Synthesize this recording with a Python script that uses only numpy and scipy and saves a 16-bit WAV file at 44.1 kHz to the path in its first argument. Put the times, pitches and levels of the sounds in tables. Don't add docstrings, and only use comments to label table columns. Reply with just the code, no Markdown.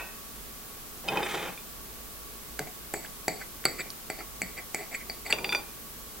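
import sys
import numpy as np
from scipy import signal
from scipy.fft import rfft, irfft
from scipy.io import wavfile
from scipy.ndimage import uniform_filter1d

SR = 44100
rng = np.random.default_rng(int(sys.argv[2]) if len(sys.argv) > 2 else 0)


def volts_from_decibels(level):
    exponent = np.asarray(level, float) / 20
    return 10 ** exponent


def waveform_to_disk(signal):
    frames = np.transpose(np.atleast_2d(signal))
    scaled = np.clip(frames, -1, 1) * 32767
    samples = np.round(scaled).astype(np.int16)
    wavfile.write(sys.argv[1], SR, samples)


N = 273420

# pitch_hz, level_db (per Hz)
HUSH = [(41, -19), (70, -18), (77, -6), (226, -5), (392, -9.5), (420, -3), (450, -9), (916, -12.5),
        (1130, -11), (1290, -11.5), (1870, -15), (15100, -14.5), (16900, -7)]
# pitch_hz, width_hz, level_db
HUM_BANDS = [(27.2, 20, -58), (54.5, 21, -60), (226, 18, -63), (434, 15, -70), (362.6, 14, -67),
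             (1122, 48, -59.5), (13400, 4300, -51.5)]
# pitch_hz, likeness (0 to 1)
LIKENESS = [(30, 0.44), (100, 0.32), (400, 0.43), (1200, 0.32), (3000, 0.1), (6000, 0.017), (16000, 0.013)]
# start_s, peak_db, pitch_hz, width_hz, t60_s
CRACKS = [(0., -34.5, 716, 910, 0.31), (1.080, -26, 3160, 900, 0.02), (1.086, -31, 4930, 600, 0.018),
          (3.64, -29, 1500, 1500, .005), (3.81, -39, 9000, 8000, .006), (3.935, -40, 5500, 3040, .004),
          (4.945, -22.5, 2200, 500, .015), (5.262, -30, 2140, 400, 0.018),
          (2.591, -21.5, 1700, 700, 0.0096), (2.593, -19, 7500, 5000, .005),
          (2.592, -27, 4200, 1500, 0.012), (2.594, -35.5, 139, 79.4, 0.16), (2.593, -30.5, 420, 304, .1),
          (2.941, -23, 1730, 710, 0.0076), (2.938, -17.5, 9000, 9000, 0.0044), (2.939, -50, 140, 80, .12),
          (3.046, -34, 1590, 500, 0.023), (3.061, -35, 2880, 900, .006), (3.281, -20.5, 1620, 900, 0.0095),
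          (3.282, -12.5, 7000, 12000, 0.005), (3.284, -48, 169, 80, 0.085), (3.41, -31.5, 1500, 500, 0.057),
          (3.655, -20.5, 1360, 910, 0.025), (3.652, -14, 7950, 12000, 0.012), (3.655, -41, 140, 80, 0.084),
          (3.654, -31.5, 370, 300, 0.31), (3.805, -37, 3740, 397, 0.044), (3.791, -33, 1460, 500, 0.028),
          (3.903, -25, 4870, 2500, 0.0051), (3.908, -30, 10000, 3000, .004),
          (4.102, -27, 8000, 6000, 0.0054), (4.101, -29, 1530, 800, .012), (4.205, -37.5, 1320, 300, 0.025),
          (4.418, -23, 7500, 6000, 0.0067), (4.419, -35.5, 205, 81, 0.13),
          (4.746, -16.5, 5900, 10000, 0.0075), (5.098, -33, 6000, 8000, .006),
          (5.303, -28, 8900, 6000, 0.0087), (5.311, -27, 11000, 3000, .006),
          (5.3254, -6, 2600, 714, 0.0095), (5.326, -22.5, 577, 690, 0.048), (5.325, -23, 9000, 7960, .008),
          (5.385, -36, 7300, 1500, .012), (5.385, -32, 790, 900, 0.034), (5.444, -17, 2450, 900, 0.014),
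          (5.444, -31.5, 684, 900, 0.042), (5.492, -37, 6000, 5000, .005),
          (5.524, -20.5, 1600, 1200, 0.0098), (5.529, -29.5, 10200, 2000, 0.0096),
          (5.549, -32, 1500, 1210, .015), (5.548, -32, 590, 700, 0.056)]
# start_s, peak_db, scrape_db
FADING_CLINK = (0., -29.5, -2)
# pitch_hz, level_db, t60_s
FADING_TONES = [(2551, -1, 0.089), (2620, -4, 0.1), (1520, -2, 0.081), (3500, -11, 0.11), (1880, -2, 0.058),
                (2300, -8, .05)]
# start_s, low_db, 2khz_db, 4khz_db, 8khz_db
DRAGS = [
    [(1.04, -50.5, -56, -69, -64), (1.126, -37.5, -41, -54, -61), (1.246, -42, -37, -55, -56),
     (1.296, -46, -38.5, -46, -52), (1.348, -41, -37.5, -46.5, -52), (1.478, -47, -42.5, -56, -60),
     (1.56, -58, -58, -74, -73)],
    [(5.25, -62, -61, -59, -69), (5.328, -44.5, -47, -58, -53), (5.428, -46.5, -60, -71, -74),
     (5.466, -46.5, -51, -63, -64), (5.558, -45.5, -73, -74, -57), (5.64, -59, -55, -67, -71)],
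]
# pitch_hz, level_db (per Hz)
TABLE_RUMBLE = [(59, -47), (100, -17.5), (473, 0.5), (611, -6.5), (820, -5), (1990, -4.5), (2470, -6.5),
                (2780, -12), (3590, -2), (4200, -13.5), (11000, -21), (14300, -55), (22000, -120)]
# pitch_hz, level_db, t60_s
HELD_PLATE = [
    [(2525, 1, 0.056), (3060, -5, .06), (1380, -11.5, 0.064)],
    [(911, -1.5, 0.037), (818, 10.5, 0.031), (550, -3, .05), (369, 2.5, 0.066), (212, -0.5, 0.058)],
    [(3620, 3, 0.079), (4920, -2.5, 0.055), (3500, -4, 0.079)],
    [(6200, 0, 0.033), (7280, -4, .03), (9170, -2, .02)],
]
# start_s, peak_db of each held plate group (four columns), scrape_db
JOLTS = [
    (1.0859, -17, -26, -30, -33, -25),
    (1.134, -39, -24, -41, -48, -25),
    (1.1722, -21, -32, -34, -51, -20),
    (1.2038, -37, -22.5, -44, -53, -25),
    (1.2299, -24, -21, -30.5, -46, -25),
]
# start_s, length_s, level_db of the first four rim groups and the squeal (five columns)
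GLINTS = [
    (1.25, .03, -65, -60, -52, -75, -44),
    (1.32, 0.027, -35, -52, -43.5, -75, -45),
    (1.39, 0.024, -48, -60, -43, -75, -70),
    (1.435, 0.049, -51, -58, -44, -75, -70),
    (5.6, .03, -44, -47, -70, -70, -75),
    (5.68, .08, -58, -58, -75, -75, -75),
]
# pitch_hz, level_db, t60_s
SQUEAL = [(8350, 0, 0.046), (7140, -7, .04)]
# pitch_hz, level_db, t60_s
RIM = [
    [(2406, 0, .05), (2418, -17, .2)],
    [(2515, 0, .1), (2611, -1, .12), (1464, -2, .15), (1740, -12, .05)],
    [(3515, 0, .11)],
    [(4686, 0, .12)],
    [(5852, 0, .1), (7017, -1, .11), (8215, -1, .1), (9760, -6, .04), (11170, -10, .03)],
]
# start_s, peak_db of each rim group (five columns)
CLINKS = [
    (1.5763, -42, -48, -45, -61, -52),
    (5.3248, -23, -26, -27, -32, -31.5),
    (5.3857, -29.5, -39, -43, -39, -50),
    (5.444, -28.5, -36, -35, -32, -49),
    (5.4924, -27.5, -36, -34.5, -35, -47),
    (5.5234, -34, -32, -26, -51, -39),
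    (5.5278, -14.5, -18, -30, -37, -42),
    (5.5488, -13, -40, -32, -26, -31),
]
# pitch_hz, level_db, t60_s
BLADE = [
    [(2042, 0, .05), (2240, -1, .055), (2140, -4, .05), (2350, -7, .04), (1900, -14, .025)],
    [(370, -8, .05), (424, -3, .08), (540, -7, .05), (650, -3, .06), (730, -1, .07), (775, -1, .06),
     (850, -6, .05)],
    [(4512, 0, .05), (4655, 0, .055), (5300, -18, .015)],
    [(7844, -2, .04), (7756, -5, .035), (7150, -3, .014), (7400, -4, .014), (9100, -14, .015),
     (11600, -12, .015)],
]
# start_s, 2khz_db, low_db, 4khz_db, 8khz_db (peaks), scrape_db
PUSHES = [
    (2.593, -28, -23.5, -37, -31, -9.5),
    (2.939, -27, -22, -35, -20, -8),
    (3.281, -20.5, -19, -23, -19, -10),
    (3.654, -12, -19, -13.5, -14, -14.5),
    (4.101, -21, -24.5, -28.5, -27, -14),
    (4.418, -18.5, -25.5, -29, -22, -12.5),
    (4.746, -18.5, -24, -38, -19, -12),
    (5.098, -26.5, -31, -27.5, -40, -13),
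]
# start_s, length_s, 2khz_db, low_db, 4khz_db, 8khz_db
PULLS = [(2.673, 0.016, -47.5, -46, -62, -62), (3.045, 0.03, -45.5, -48.5, -55, -49),
         (3.415, 0.054, -45.5, -50.5, -52, -53), (3.802, 0.046, -33, -48, -39.5, -41.5),
         (3.864, 0.082, -51, -52, -64, -62), (4.2, 0.054, -43.5, -45, -50, -60),
         (4.586, 0.048, -39, -45, -52, -53), (4.807, 0.1, -45, -44, -57, -64),
         (4.925, 0.036, -42, -44, -56, -50), (4.951, 0.029, -35.5, -45, -45.5, -38),
         (5.014, .06, -47.5, -77.5, -67, -64), (5.267, 0.037, -38.5, -45, -42.5, -44.5),
         (5.307, 0.024, -29.5, -41.5, -35, -36)]


def evened(x):
    return x / np.sqrt(np.mean(x ** 2) + 1e-20)


def read(points, hz):
    f, value = np.transpose(points)
    return np.interp(np.log(hz + 1), np.log(f + 1), value)


def add(mix, s, sound):
    part = mix[..., round(s * SR):][..., :sound.shape[-1]]
    part += sound[..., :part.shape[-1]]


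def ring(modes):
    t = np.arange(SR // 6) / SR
    out = 0
    for hz, db, t60 in modes:
        out = out + volts_from_decibels(db - 60 * t / t60) * np.sin(2 * np.pi * hz * t)
    return out / abs(out).max()


def grit(count, per_s, spread_db):
    size = volts_from_decibels(spread_db * np.minimum(rng.exponential(1, count), 4))
    size = size * rng.choice([-1., 1.], count)
    happens = rng.random(count) < per_s / SR
    return evened(size * happens)


def blows(rows, modes, contact_s, scrape_t60):
    force, t = np.zeros((len(modes), N)), np.arange(SR // 4) / SR
    for s, *group_db, scrape_db in rows:
        chatter = 0.16 * rng.standard_normal(len(t)) * np.exp(-t / contact_s)
        chatter[0] = 1
        scrape = volts_from_decibels(scrape_db - 24 - 60 * t / scrape_t60) * grit(len(t), 8000, 2.5)
        add(force, s, volts_from_decibels(np.array(group_db))[:, None] * (chatter + scrape))
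    return sum(signal.oaconvolve(f, ring(m))[:N] for f, m in zip(force, modes))


def rubbed(level, modes, per_s, spread_db):
    ticks = grit(N, per_s, spread_db)
    out = np.zeros(N)
    for group_level, group in zip(level, modes):
        answer = ring(group)
        out += signal.oaconvolve(group_level * ticks, answer / np.linalg.norm(answer))[:N]
    return out


def brushes(rows, modes):
    t, level = np.arange(N) / SR, np.zeros((len(modes), N))
    for s, length, *group_db in rows:
        swell = np.exp(-8 * ((t - s) / length) ** 2)
        level += volts_from_decibels(np.array(group_db))[:, None] * swell
    return rubbed(level, modes, 5000, 2.6)


def kitchen():
    hush_db, edge_hz = -45, 16000
    frames, hz = N // 1024 + 5, np.fft.rfftfreq(4096, 1 / SR)
    a, b, c, d = rng.standard_normal((frames, len(hz), 4)).T
    same = np.clip(read(LIKENESS, hz), -1, 1)[:, None]
    left = a + 1j * b
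    right = same * left + np.sqrt(1 - same ** 2) * (c + 1j * d)
    power = volts_from_decibels(2 * read(HUSH, hz)) * (hz < edge_hz)
    power = volts_from_decibels(2 * hush_db) * power / power.sum()
    for f, width_hz, db in HUM_BANDS:
        band = np.exp(-4 * ((hz - f) / width_hz) ** 2) * (hz < edge_hz)
        power = power + volts_from_decibels(2 * db) * band / band.sum()
    lean = volts_from_decibels(np.array([-1.2, 1.2])[:, None] / (1 + hz / 500))
    spectrum = np.array([left, right]) * (lean * np.sqrt(power))[..., None]
    out = signal.istft(spectrum, nperseg=4096, noverlap=3072)[1][:, :N]
    return evened(out) * np.sqrt(power.sum())


def throb():
    drift = uniform_filter1d(rng.standard_normal((2, N)), 6000)
    drift = evened(uniform_filter1d(drift, 6000))
    turns = np.cumsum(53 + 2.9 * drift[0]) / SR
    tone = np.sin(2 * np.pi * turns - np.array([[0], [.8]]))
    return volts_from_decibels(-55 + 2.8 * drift[1] + np.array([[-1.5], [1.5]])) * tone


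def cracks():
    out, t = np.zeros(N), np.arange(SR // 6) / SR
    for s, db, hz, width_hz, t60 in CRACKS:
        pole = np.exp((2j * hz - width_hz) * np.pi / SR)
        shape = volts_from_decibels(-60 * t / t60) * np.minimum(t / min(t60 / 8, .006), 1)
        noise = shape * rng.standard_normal(len(t)) + 0j
        burst = signal.lfilter([1], np.poly([pole, pole]), noise).real
        if hz > 1000:
            burst = np.diff(burst, prepend=0)
        add(out, s, volts_from_decibels(db) * burst / abs(burst).max())
    return out


def fading_clink():
    return blows([FADING_CLINK], [FADING_TONES], .002, 0.43)


def drags():
    t, level = np.arange(N) / SR, np.zeros((4, N))
    for rows in DRAGS:
        s, low, mid, high, top = np.transpose(rows)
        level += [volts_from_decibels(np.interp(t, s, db, -120, -120)) for db in (mid, low, high, top)]
    level *= volts_from_decibels(2.45 * evened(uniform_filter1d(rng.standard_normal(N), 500)))
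    hz = np.fft.rfftfreq(N, 1 / SR)
    rumble = rfft(grit(N, 12000, 1.6)) * volts_from_decibels(read(TABLE_RUMBLE, hz))
    bands_hz = (1100, 3250), (0, 1100), (3250, 5350), (5350, 12000)
    parts = [evened(irfft(rumble * (hz >= a) * (hz < b), N)) for a, b in bands_hz]
    broad_db = np.array([-1.3, 1.5, 1.2, 3.0])[:, None]
    tonal_db = np.array([-9.5, 0.5, -5.0, -10.0])[:, None]
    broad = (level * volts_from_decibels(broad_db) * parts).sum(0)
    return broad + rubbed(level * volts_from_decibels(tonal_db), HELD_PLATE, 8000, 2.9)


def jolts():
    return blows(JOLTS, HELD_PLATE, 0.00093, 0.097)


def singing_rim():
    return brushes(GLINTS, RIM[:4] + [SQUEAL])


def clinks():
    rows = [(*row, -24.) for row in CLINKS]
    return blows(rows, RIM, 0.00035, .06)


def pushes():
    return blows(PUSHES, BLADE, 0.00065, 0.37)


def pulls():
    return brushes(PULLS, BLADE)


def room(x, t60):
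    taps = np.zeros((2, SR // 2))
    at = np.arange(120, SR // 2 - 20, 20)
    at = at + rng.integers(0, 20, (2, len(at)))
    np.put_along_axis(taps, at, rng.choice([-1., 1.], at.shape), 1)
    hz, t, z = signal.stft(taps, SR, nperseg=256)
    fade = volts_from_decibels(-60 * t / read(t60, hz)[:, None])
    tail = signal.istft(z * fade, SR, nperseg=256)[1]
    return signal.fftconvolve(x[None], tail / np.linalg.norm(tail[0]), axes=1)[:, :N]


def scene():
    near = cracks() + fading_clink() + drags() + jolts() + singing_rim()
    near = near + clinks() + pushes() + pulls()
    no_bass = signal.butter(3, 125, "high", fs=SR, output="sos")
    near = signal.sosfilt(no_bass, near)
    direct = np.array([np.roll(near, 1), near])
    direct = direct * volts_from_decibels(np.array([[-.2], [.2]]))
    echo = volts_from_decibels(-15.5) * room(near, [(200, 0.58), (2000, 0.28), (10000, 0.05)])
    return direct + echo + kitchen() + throb()


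def roll_off(x):
    return signal.sosfilt(signal.butter(12, 17070, fs=SR, output="sos"), x)


def record(dry):
    return roll_off(dry)


dry = scene()
out = record(dry)
waveform_to_disk(out)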